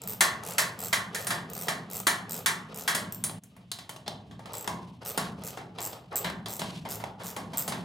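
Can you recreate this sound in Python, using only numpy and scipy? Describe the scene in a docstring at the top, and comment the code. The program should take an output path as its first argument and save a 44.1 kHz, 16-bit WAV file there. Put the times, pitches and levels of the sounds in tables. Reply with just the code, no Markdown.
"""A ratchet wrench on an overhead steel bracket in a bare garage, heard by a closely spaced microphone pair.
For three seconds it makes about 2.5 strokes a second: the pawl ticks over the teeth on each back swing,
and each pull closes the slack with a clank that rings the steelwork and the room. Small taps follow as
the wrench is reseated; the level dips briefly at 3.4 s. From 4 s the loose socket clunks on the bolt,
then the strokes resume with more rubbing and a stronger drone from the panel behind the bracket."""
import sys
import numpy as np
from scipy import signal
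from scipy.fft import rfft, irfft, next_fast_len
from scipy.io import wavfile
from scipy.ndimage import uniform_filter1d

SR = 44100
rng = np.random.default_rng(int(sys.argv[2]) if len(sys.argv) > 2 else 0)


def wav_out(sig):
    """Save sig, one row per channel (or a flat mono array), as 16-bit PCM at SR to the path in sys.argv[1]."""
    wavfile.write(sys.argv[1], SR, np.round(np.clip(np.atleast_2d(sig).T, -1, 1) * 32767).astype(np.int16))


N = 345744
TAIL = 32768  # samples for one sound to die away
TIME, AGE = np.arange(N) / SR, np.arange(TAIL) / SR
SIDES = np.array([[1], [-1]])  # left and right channel


def undb(db):
    """Decibels to gain."""
    return 10 ** (np.asarray(db) / 20)


def unit(x):
    """Scale to rms 1."""
    return x / np.sqrt(np.mean(x ** 2))


def along(points, hz):
    """Read (Hz, value) points on a log-frequency axis."""
    freqs, values = np.transpose(points)
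    return np.interp(np.log(np.maximum(hz, 1)), np.log(freqs), values)


def bins(x):
    """Frequencies of the spectrum of x."""
    return np.fft.rfftfreq(x.shape[-1], 1 / SR)


def colour(x, points, size=2048):
    """Causal filter with the gain of (Hz, dB) points, built from the cepstrum."""
    cepstrum = irfft(np.log(undb(along(points, np.fft.rfftfreq(size, 1 / SR)))))
    fold = np.r_[1, np.full(size // 2 - 1, 2), 1, np.zeros(size // 2 - 1)]
    response = irfft(np.exp(rfft(cepstrum * fold)))
    return signal.oaconvolve(x, response if x.ndim == 1 else response[None], axes=-1)[..., :x.shape[-1]]


def resonate(x, hz, width):
    """Two-pole band-pass, gain 1 at the centre."""
    return signal.lfilter(*signal.iirpeak(hz, hz / width, fs=SR), x)


def walk(rate):
    """Smooth random wandering with a spread near 1."""
    hold = int(SR / rate)
    return 1.3 * uniform_filter1d(np.repeat(rng.standard_normal(N // hold + 1), hold), hold)[:N]


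def ripple(spread_db, step_hz):
    """The crowded peaks and valleys of a steel part's response, as (Hz, dB) points."""
    hz = np.linspace(100, 17000, 400)
    heights = np.interp(hz / step_hz, np.arange(400), rng.standard_normal(400))
    return np.c_[hz, spread_db * (heights - .06 * spread_db)]


def add(track, start, sound):
    """Mix a sound in at a start time in seconds."""
    i = int(start * SR)
    track[..., i:i + sound.shape[-1]] += sound[..., :max(N - i, 0)]


# Stereo width of the diffuse sound: (frequency [Hz], side minus mid [dB])
STEREO_WIDTH = [(60, -23.5), (130, -26), (250, -16.5), (500, -12.5), (1000, -8), (2200, -3), (3200, 0.5),
                (4500, -21.5), (8000, -38), (16000, -8)]

def diffuse(size):
    """Stereo noise: widest near 3 kHz, nearly mono in the bass and from 4.5 to 8 kHz."""
    mid, side = rng.standard_normal((2, size))
    return mid + colour(side, STEREO_WIDTH) * SIDES


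# Decay of the bare garage, before stretching: (frequency [Hz], t60 [s])
GARAGE_DECAY = [(150, 1), (700, 0.69), (2000, 0.4), (5500, 0.3), (10000, 0.24), (15000, 0.23)]

def reverberation(stretch):
    """Wall reflections: diffuse noise whose half-octave bands die away at the room's pace."""
    spectrum = rfft(diffuse(TAIL))
    octaves = np.log2(np.clip(bins(AGE), 125, 16000) / 125)
    tail = 0
    for centre in np.arange(15) / 2:
        band = irfft(spectrum * np.maximum(1 - 2 * np.abs(octaves - centre), 0))
        t60 = stretch * along(GARAGE_DECAY, 125 * 2 ** centre)
        tail = tail + band * np.exp(-np.log(1000) * AGE / t60)
    return tail


# Room tone all around the microphones: (frequency [Hz], relative level [dB])
ROOM_TONE = [(20, -34), (40, 0.5), (60, -1.5), (110, -3.5), (200, -17.5), (320, -14), (450, -2.5),
             (1000, -28.5), (3000, -8), (8000, -44.5), (16000, -46)]

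def garage_air(level_db=-57):
    """The still air of the garage: a steady low rumble with a faint hiss."""
    return undb(level_db) * unit(colour(diffuse(N), ROOM_TONE))


# Pulls that load the bracket overhead and drag the sleeve:
# (start [s], length [s], relative panel hum [dB], relative scrape [dB])
HANDLE_PULLS = [(0.22, .2, -53.5, -70), (0.92, 0.11, -49.5, -61), (1.284, 0.097, -43.5, -48),
                (1.677, 0.087, -44, -65), (2.083, 0.19, -47.5, -71), (2.465, 0.094, -49, -62),
                (2.931, .13, -41.5, -70), (3.2, 0.12, -45, -69), (4.058, .04, -39, -60),
                (4.28, 0.081, -38.5, -60), (4.67, 0.026, -32, -57), (4.78, 0.13, -47.5, -52),
                (5.169, 0.086, -31.5, -34.5), (5.364, 0.075, -44, -58), (5.57, 0.041, -43, -62),
                (6.247, 0.073, -31.5, -53), (6.6, 0.09, -32, -33.5), (6.716, 0.066, -39.5, -38.5),
                (6.963, 0.11, -43, -57), (7.192, 0.058, -40.5, -42), (7.376, 0.22, -34.5, -54),
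                (7.68, 0.13, -31, -42.5)]

def effort(levels_db, rest_db, release_s, attack_s=.005):
    """Level in dB over time: each pull rises, holds and dies away above a resting level."""
    power = np.full(N, undb(rest_db) ** 2)
    for (start, length, *_), db in zip(HANDLE_PULLS, levels_db):
        envelope = (1 - np.exp(-AGE / attack_s)) * np.exp(-np.maximum(AGE - length, 0) / release_s)
        add(power, start, (undb(db) * envelope) ** 2)
    return 10 * np.log10(power)


def drone(modes):
    """Random shaking hums in a panel's modes, at rms 1."""
    shake = diffuse(N)
    hum = sum((-1) ** k * undb(db) * resonate(shake, hz, width) for k, (hz, width, db) in enumerate(modes))
    return unit(colour(hum, [(30, -22), (70, -2.5), (280, -2), (700, -20)]))


# The panel behind the bracket, main and loose low modes: (frequency [Hz], width [Hz], gain [dB])
PANEL_MODES = [(159.3, 8.2, -2.5), (173.4, 8.2, 0), (184.8, 10, -2), (205.5, 7.4, -2), (249, 61, -12.5)]
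LOOSE_MODES = [(60.5, 14, -11.5), (81, 7.8, -9), (107.3, 14, -2.5), (136, 22, -5.5)]
# Its rumble between pulls: (time [s], relative level [dB])
RESTING_RUMBLE = [(0, -53), (1.5, -53.5), (2.7, -56.5), (3.6, -51), (4.6, -48.5), (5.7, -47.5),
                  (7.1, -48.5), (7.84, -52.5)]

def panel(hum_gain_db=7, rumble_gain_db=8.5, holding_db=-48.5, rumble_per_hum=.47):
    """Hands on the work shake the panel; each pull swells its hum and, less so, its rumble."""
    hum_db = effort([hum for _, _, hum, _ in HANDLE_PULLS], holding_db, release_s=.18)
    rumble_db = np.interp(TIME, *np.transpose(RESTING_RUMBLE)) + rumble_per_hum * (hum_db - holding_db)
    hum = drone(PANEL_MODES) * undb(hum_db + hum_gain_db)
    return hum + drone(LOOSE_MODES) * undb(rumble_db + rumble_gain_db)


# Swings of the handle overhead: (start [s], end [s], rubbing level [dB])
HANDLE_SWINGS = [(0.005, 0.15, -39), (0.406, 0.57, -37), (0.775, 0.88, -36), (1.111, 1.245, -36),
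                 (1.48, 1.682, -38), (1.877, 2.015, -39.5), (2.277, 2.408, -37), (2.678, 2.888, -38.5),
                 (3.086, 3.165, -49.5), (3.505, 3.62, -49.5), (4.403, 4.501, -41), (4.49, 4.67, -32.5),
                 (5.006, 5.15, -29.5), (5.377, 5.593, -31.5), (5.746, 5.958, -32), (6.106, 6.243, -27.5),
                 (6.45, 6.646, -36.5), (6.85, 7.06, -33), (7.181, 7.4, -34), (7.509, 7.677, -33.5)]
# Dull rub and bright scrape as they reach the pair: (frequency [Hz], relative level [dB])
RUB_SPECTRUM = [(150, -16.5), (340, -13.5), (420, 2.5), (600, -1), (720, 2), (900, -3), (1120, -9.5),
                (1230, -2.5), (1700, -21), (2200, -18), (4000, -16), (16000, -51)]
SCRAPE_SPECTRUM = [(800, -7), (2000, -3), (2700, 2), (4000, 2), (7000, -8), (11000, -12), (16000, -29)]

def friction(scrape_gain_db=4.5, rattle_db=-8, contacts_per_s=120):
    """The ratchet head rubs and rattles through each swing; sleeve and hands scrape on the pulls."""
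    swing = np.zeros(N)
    for start, end, db in HANDLE_SWINGS:
        release = np.exp(-np.maximum(start + AGE - end, 0) / .05)
        add(swing, start, undb(db) * (1 - np.exp(-AGE / .015)) * release)
    slips = undb(2.5 * walk(rate=130))
    body = ripple(spread_db=2.5, step_hz=110)
    rub = unit(colour(colour(diffuse(N) * slips, body), RUB_SPECTRUM))
    contacts = (rng.random(N) < contacts_per_s / SR) * undb(3 * rng.standard_normal(N))
    buzz = rng.standard_normal(512) * np.exp(-AGE[:512] / .0008)
    rattle = unit(colour(signal.oaconvolve(contacts, buzz)[:N], SCRAPE_SPECTRUM))
    rattle *= undb(rattle_db) * swing / swing.max()  # the socket only rattles on a brisk swing
    scrape_db = effort([scrape for *_, scrape in HANDLE_PULLS], rest_db=-62, release_s=.038)
    scrape = unit(colour(diffuse(N) * slips, SCRAPE_SPECTRUM)) * undb(scrape_db + scrape_gain_db)
    return swing * (rub + rattle) + scrape


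# The pawl's run on each back swing: (start [s], length [s], tooth rate [1/s], relative peak level [dB],
# place of the peak [0-1], lowest mode offset [dB], ring offset [dB])
TOOTH_RUNS = [(0.018, 0.019, 51, -25, 0.54, 9, -3), (0.075, 0.059, 108, -21.5, 0.2, -12, 3.5),
              (0.4358, 0.1, 83, -23, 0.7, 3.5, -10), (0.7905, 0.093, 87, -21.5, 0.54, 0, -1),
              (1.185, .0616, 93, -27.5, 0.53, -5, 0), (1.5, 0.034, 25, -21.5, .8, -5, 4),
              (1.5514, 0.12, 80, -24.5, 0.3, -12, -1), (1.901, 0.1, 103, -22, 0.68, -3, 0),
              (2.2946, 0.096, 88, -22, .5, -5, -0.5), (2.745, 0.092, 80, -23.5, 0.52, -5, -3),
              (3.1236, .0227, 53, -19, 0.47, -9, 4.5), (4.534, 0.11, 68, -18.5, 0.3, 3, -2),
              (5.051, 0.066, 116, -14, 0.47, -12, -4.5), (5.437, 0.069, 98, -18.5, 0.29, -2, -10),
              (5.8056, .0674, 110, -12.5, 0.74, 2, -7.5), (6.1575, 0.03, 145, -6, .1, 0, -5),
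              (6.4846, 0.082, 107, -17, 0.46, -0.5, -5), (6.889, 0.067, 129, -15, .4, -12, -10),
              (7.235, 0.077, 126, -18.5, 0.43, -2, -9), (7.573, .05, 135, -7, 0.1, -3, -6)]

def teeth(ease=.15, jitter=.07, fade_db=8, scatter_db=2, low_scatter_db=4):
    """Evenly cut teeth pass under the pawl: yields (time, level, lowest mode offset, ring offset)."""
    for start, length, rate, db, loudest, low_db, ring_db in TOOTH_RUNS:
        count = round(length * rate) + 1
        late, strong, seat = rng.standard_normal((24, 3))[:count].T
        turn = np.linspace(0, 1, count)
        eased = turn + ease * np.sin(2 * np.pi * turn) / (2 * np.pi)  # the handle is slower at both ends
        times = start + length * eased + jitter * late * np.sin(np.pi * turn) / rate
        levels = db - fade_db * np.abs(turn - loudest) + scatter_db * strong
        yield from zip(times, levels, low_db + low_scatter_db * seat, np.full(count, ring_db))


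# Resonances of the pawl in the wrench head, lowest first: (frequency [Hz], width [Hz], gain [dB])
PAWL_MODES = [(7670, 320, -5.5), (8170, 180, -16.5), (13400, 140, -16.5), (14270, 390, -1.5),
              (15400, 1300, -6.5)]
# Its broad snap at the microphones: (frequency [Hz], gain [dB])
SNAP_SPECTRUM = [(300, -22.5), (1500, -15), (3000, -19.5), (4500, -15), (7000, -10), (9500, -13),
                 (13000, -12), (16000, -23)]

def pawl(tick_gain_db=3, snap_s=.0015, snap_db=1, room_db=-36, spring_db=-8):
    """The sprung pawl snaps into each tooth and rings briefly; the room joins the ticks into a zip."""
    ticks = np.zeros(N)
    age = AGE[:1024]
    for start, db, low_db, ring_db in teeth():
        contact = rng.standard_normal(len(age)) * np.exp(-age / snap_s)
        ring = 0
        for k, (hz, width, mode_db) in enumerate(PAWL_MODES):
            pitch = hz * (1 + .011 * rng.standard_normal())  # no two teeth seat the pawl alike
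            gain = undb(mode_db + (low_db if k == 0 else 0))
            ring = ring + gain * np.exp(-np.pi * width * age) * np.sin(2 * np.pi * pitch * age)
        ring *= .9 * (1 - np.exp(-age / .0007))  # builds as the tip slides off the tooth's edge
        ring *= undb(ring_db + .7 * (db + 26))  # a hard drop rings, a light one only snaps
        tick = ring + undb(snap_db) * colour(contact, SNAP_SPECTRUM)
        peak = np.sqrt(2 * uniform_filter1d(tick ** 2, SR // 1000).max())
        add(ticks, start, tick / peak * undb(db + tick_gain_db))
    room = colour(reverberation(stretch=.99) * (1 - np.exp(-AGE / .00055)), [(9000, 3.1), (14000, 5.1)])
    spring = undb(spring_db) * resonate(room, hz=14300, width=500)  # sings on after each tick
    return ticks + undb(room_db) * signal.oaconvolve(ticks[None], room + spring, axes=-1)[:, :N]


# Small bright taps as the wrench is reseated: (time [s], relative level near 1.8 kHz [dB],
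# offsets at 700 Hz [dB], 4 kHz [dB] and 10 kHz [dB], crack offset [dB], struck part's resonance [Hz])
RESEATING_TAPS = [(3.239, -33, 2.5, -2.5, 5, 3, 9540), (3.295, -42.5, 8, 0, -19, 7, 9800),
                  (3.436, -52.5, -19, -10, 5, 9, 6300), (3.565, -46.5, 7, -17, -9, 6.5, 2600),
                  (3.716, -32.5, -0.5, 5.5, 0, 8, 3980), (3.787, -37, 3, 5, -7.5, 4, 2080),
                  (3.893, -31.5, 5.5, -4.5, -5, 5.5, 3050), (3.962, -43.5, 11, 1.5, -6.5, 8, 2870)]
# The loose socket rocking on the bolt: (time [s], relative level near 700 Hz [dB],
# offsets at 4 kHz [dB] and 10 kHz [dB], crack offset [dB], struck part's resonance [Hz])
SOCKET_CLUNKS = [(4.062, -29.5, -2, -32, -5, 700), (4.079, -25.5, -1, -20, 11.5, 706),
                 (4.311, -36, -9.5, -25.5, 3.5, 3600), (4.393, -34, -16, -24, 5, 892),
                 (4.457, -28.5, -12, -25, 7, 880), (4.538, -28, -9, -13, 5, 900),
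                 (4.644, -29, -21, -35, 5, 1013), (4.676, -17.5, -10, -17, 7.5, 1016),
                 (5.017, -31.5, -18.5, -31, -2, 869), (5.573, -23, -15, -26, 5, 784),
                 (5.785, -23, -8.5, -23, 5, 840), (5.93, -31, -9.5, -16.5, 7, 697),
                 (6.118, -21.5, -27, -40, -15, 696), (6.268, -22.5, -7, -46.5, 9, 1606),
                 (6.3, -27.5, -16, -24, 13.5, 1600), (6.459, -23.5, -4.5, -20, 6, 880),
                 (6.594, -24.5, -7, -9, 7, 699), (6.618, -21.5, -13, -25, 10.5, 686),
                 (6.851, -22, -14, -28.5, -2, 887), (7.001, -26, -16.5, -24, 0, 1253),
                 (7.039, -25, -15.5, -26, 12, 810), (7.2, -24.5, -20, -31, -8, 912),
                 (7.364, -19.5, -14, -18.5, 4.5, 820), (7.533, -23.5, -9, -19, -10, 900),
                 (7.678, -18, -10.5, -10, 4, 830)]
# Slack closing hard as a pull begins: (time [s], relative level near 1.8 kHz [dB],
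# offsets at 700 Hz [dB] and 10 kHz [dB], crack offset [dB], struck part's resonance [Hz])
SLACK_CLANKS = [(0.2075, -12.5, -6.5, -6, -1, 1950), (0.582, -16, -6, -5, -3, 1840),
                (0.9278, -17, -4.5, -8, -2, 1860), (1.147, -27, -15, -5, -3, 1800),
                (1.269, -29, 1, 1, 1, 1770), (1.305, -21.5, -2, -10.5, -4, 1840),
                (1.683, -21.5, -1.5, -10, -1, 1830), (2.0684, -15.5, -3.5, -6.5, 0.5, 1774),
                (2.46, -17, -6.5, -6, 0, 1930), (2.8771, -17, -7, -9, -3, 1730),
                (2.948, -23, -1.5, -4.5, -3, 1720), (5.176, -18, 3.5, -7, 5, 1390),
                (6.245, -18, -3.5, -17.5, 1, 1590), (7.722, -24, 5.5, -17, 4.5, 1390)]

def blows(clank_mid_db=-4.5, body_db=7.5):
    """Every steel-on-steel blow in the taps' columns, then dB of (room tail, modes, struck part)."""
    for start, db, low, high, crack, hz in SLACK_CLANKS:
        yield start, db, low, clank_mid_db, high, crack, hz, (.27, .5, 7)
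    for start, db, mid, high, crack, hz in SOCKET_CLUNKS:
        yield start, db - body_db, body_db, mid + body_db, high + body_db, crack, hz, (3, -3, 5.97)
    for tap in RESEATING_TAPS:
        yield *tap, (0, -2.5, 8.3)


# Modes of the bracket and wrench overhead: (frequency [Hz], gain [dB], t60 before the cap [s])
STEEL_MODES = [(699, -1.5, 0.84), (900, -3.5, 0.71), (978, -3, 0.32), (1060, -3, .5), (1124, -6.5, 0.77),
               (1227, -12, 0.44), (1290, -4.5, 0.3), (1370, -7, .4), (1597, -1.5, 0.24), (1610, -1, 0.49),
               (1778, 1, .42), (1840, -2, 0.52), (1914, -2.5, 0.62), (1885, -5, 0.46), (1980, -2, 0.45),
               (2332, -3, 0.22), (2590, -6.5, 0.18), (3330, -3.5, 0.81), (3810, -2, 0.33),
               (4100, -10, 0.31), (4080, 1.5, 0.31), (4255, -3.5, 0.34), (4620, -6, 0.37),
               (5350, -8.5, 0.098), (5795, -6, .22), (5850, -8, .2), (6520, -4.5, .22), (6830, 2, .18),
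               (7400, -2.5, 0.2), (8300, -0.5, .2)]
# Dense ringing between those modes: (frequency [Hz], gain [dB])
DENSE_SPECTRUM = [(60, -23.5), (200, -3.5), (450, 4), (700, 2), (1100, 7.5), (1500, 3), (2000, 2.5),
                  (2550, -2.5), (3150, 3), (3900, 5), (5000, 5), (8000, 6.5), (11000, 7), (13000, -0.5),
                  (16000, -4.5)]
# Where the knocks sit between the microphones: (frequency [Hz], left minus right [dB])
PAIR_BALANCE = [(500, 1), (1100, 0.4), (2000, -1), (3500, -0.5), (8000, 0.1)]

def knocks(crack_s=.0072, crack_db=6.5, chatter_s=.026, chatter_db=-3, tail_db=2.5, modes_db=-10.5):
    """Each knock: a crack of steel on steel, the bracket's modes, a short chatter and the room's tail."""
    track = np.zeros((2, N))
    hz, mode_db, t60 = np.transpose(STEEL_MODES)
    t60 = np.minimum(t60, 1.15 * (hz / 100) ** -.37)  # the cap is shorter for higher modes
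    steelwork = ripple(spread_db=2.2, step_hz=70)  # the same steel colours every knock
    rings = np.exp((2j * np.pi * hz[:, None] - np.log(1000) / t60[:, None]) * AGE)
    stereo_phase = undb(along(STEREO_WIDTH, hz)) * rng.choice([-1, 1], len(hz)) * SIDES
    tails = [reverberation(stretch=1.02) * (1 - np.exp(-AGE / .00091)) for _ in range(5)]
    for k, blow in enumerate(blows()):
        start, db, low_db, mid_db, high_db, sharp_db, part_hz, (wet_db, steel_db, part_db) = blow
        # the point of contact shifts, so each knock shares its energy differently among the modes
        share = undb(modes_db + steel_db + mode_db + 2 * rng.standard_normal(len(hz)))
        phase = 2 * np.pi * rng.random(len(hz)) + stereo_phase
        modes = ((share * np.exp(1j * phase)) @ rings).imag
        hardness = undb(.6 * max(sharp_db, 0))  # a squarer blow packs its crack into a shorter time
        crack = np.exp(-AGE * hardness / crack_s) * (1 - np.exp(-AGE / 63e-6))
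        crack *= undb(crack_db + sharp_db) * np.sqrt(hardness)
        # loose parts rebound on each other for a few hundredths of a second
        rebounds = undb(3 * np.interp(AGE / .003, np.arange(256), rng.standard_normal(256)))
        chatter = undb(chatter_db) * np.exp(-AGE / chatter_s) * rebounds
        tail = undb(tail_db + wet_db) * tails[k % len(tails)]
        dense = colour(diffuse(TAIL) * np.hypot(crack, chatter) + tail, ripple(spread_db=2.2, step_hz=90))
        part_ring = (undb(part_db) - 1) * resonate(dense, part_hz, width=part_hz / 11)
        knock = colour(colour(dense + part_ring, steelwork), DENSE_SPECTRUM) + modes
        tone = [(750, low_db), (1400, 0), (2200, 0), (3800, mid_db), (9500, high_db)]
        add(track, start, undb(db) * colour(knock, tone))
    half_balance = np.array(PAIR_BALANCE) * [1, .5]
    return np.array([colour(track[0], half_balance), colour(track[1], half_balance * [1, -1])])


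def microphone_pair(x, lead_s=6e-6):
    """Sound from the wrench reaches the left microphone just ahead of the right."""
    padded = np.pad(x, [(0, 0), (0, 2 * next_fast_len((N + TAIL) // 2) - N)])
    return irfft(rfft(padded) * np.exp(1j * np.pi * bins(padded) * lead_s * SIDES))[:, :N]


def scene():
    """From below the bracket: panel drone and garage air behind the rubbing, knocking, ticking wrench."""
    return panel() + garage_air() + friction() + microphone_pair(knocks() + pawl())


# A brief dip in level on both channels: (time [s], gain [dB])
LEVEL_DIP = [(3.385, -7.5), (3.403, -28), (3.415, -28), (3.435, -15)]

def record(dry, low_cut_hz=42, top_hz=15900):
    """The microphones shed the deep bass; the level dips and settles lower; the top is cut off."""
    thinned = signal.sosfilt(signal.butter(2, low_cut_hz, "high", fs=SR, output="sos"), dry)
    dipped = thinned * undb(np.interp(TIME, *np.transpose(LEVEL_DIP)))
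    return signal.sosfilt(signal.ellip(8, .2, 70, top_hz, fs=SR, output="sos"), dipped)


dry = scene()
out = record(dry)
wav_out(out)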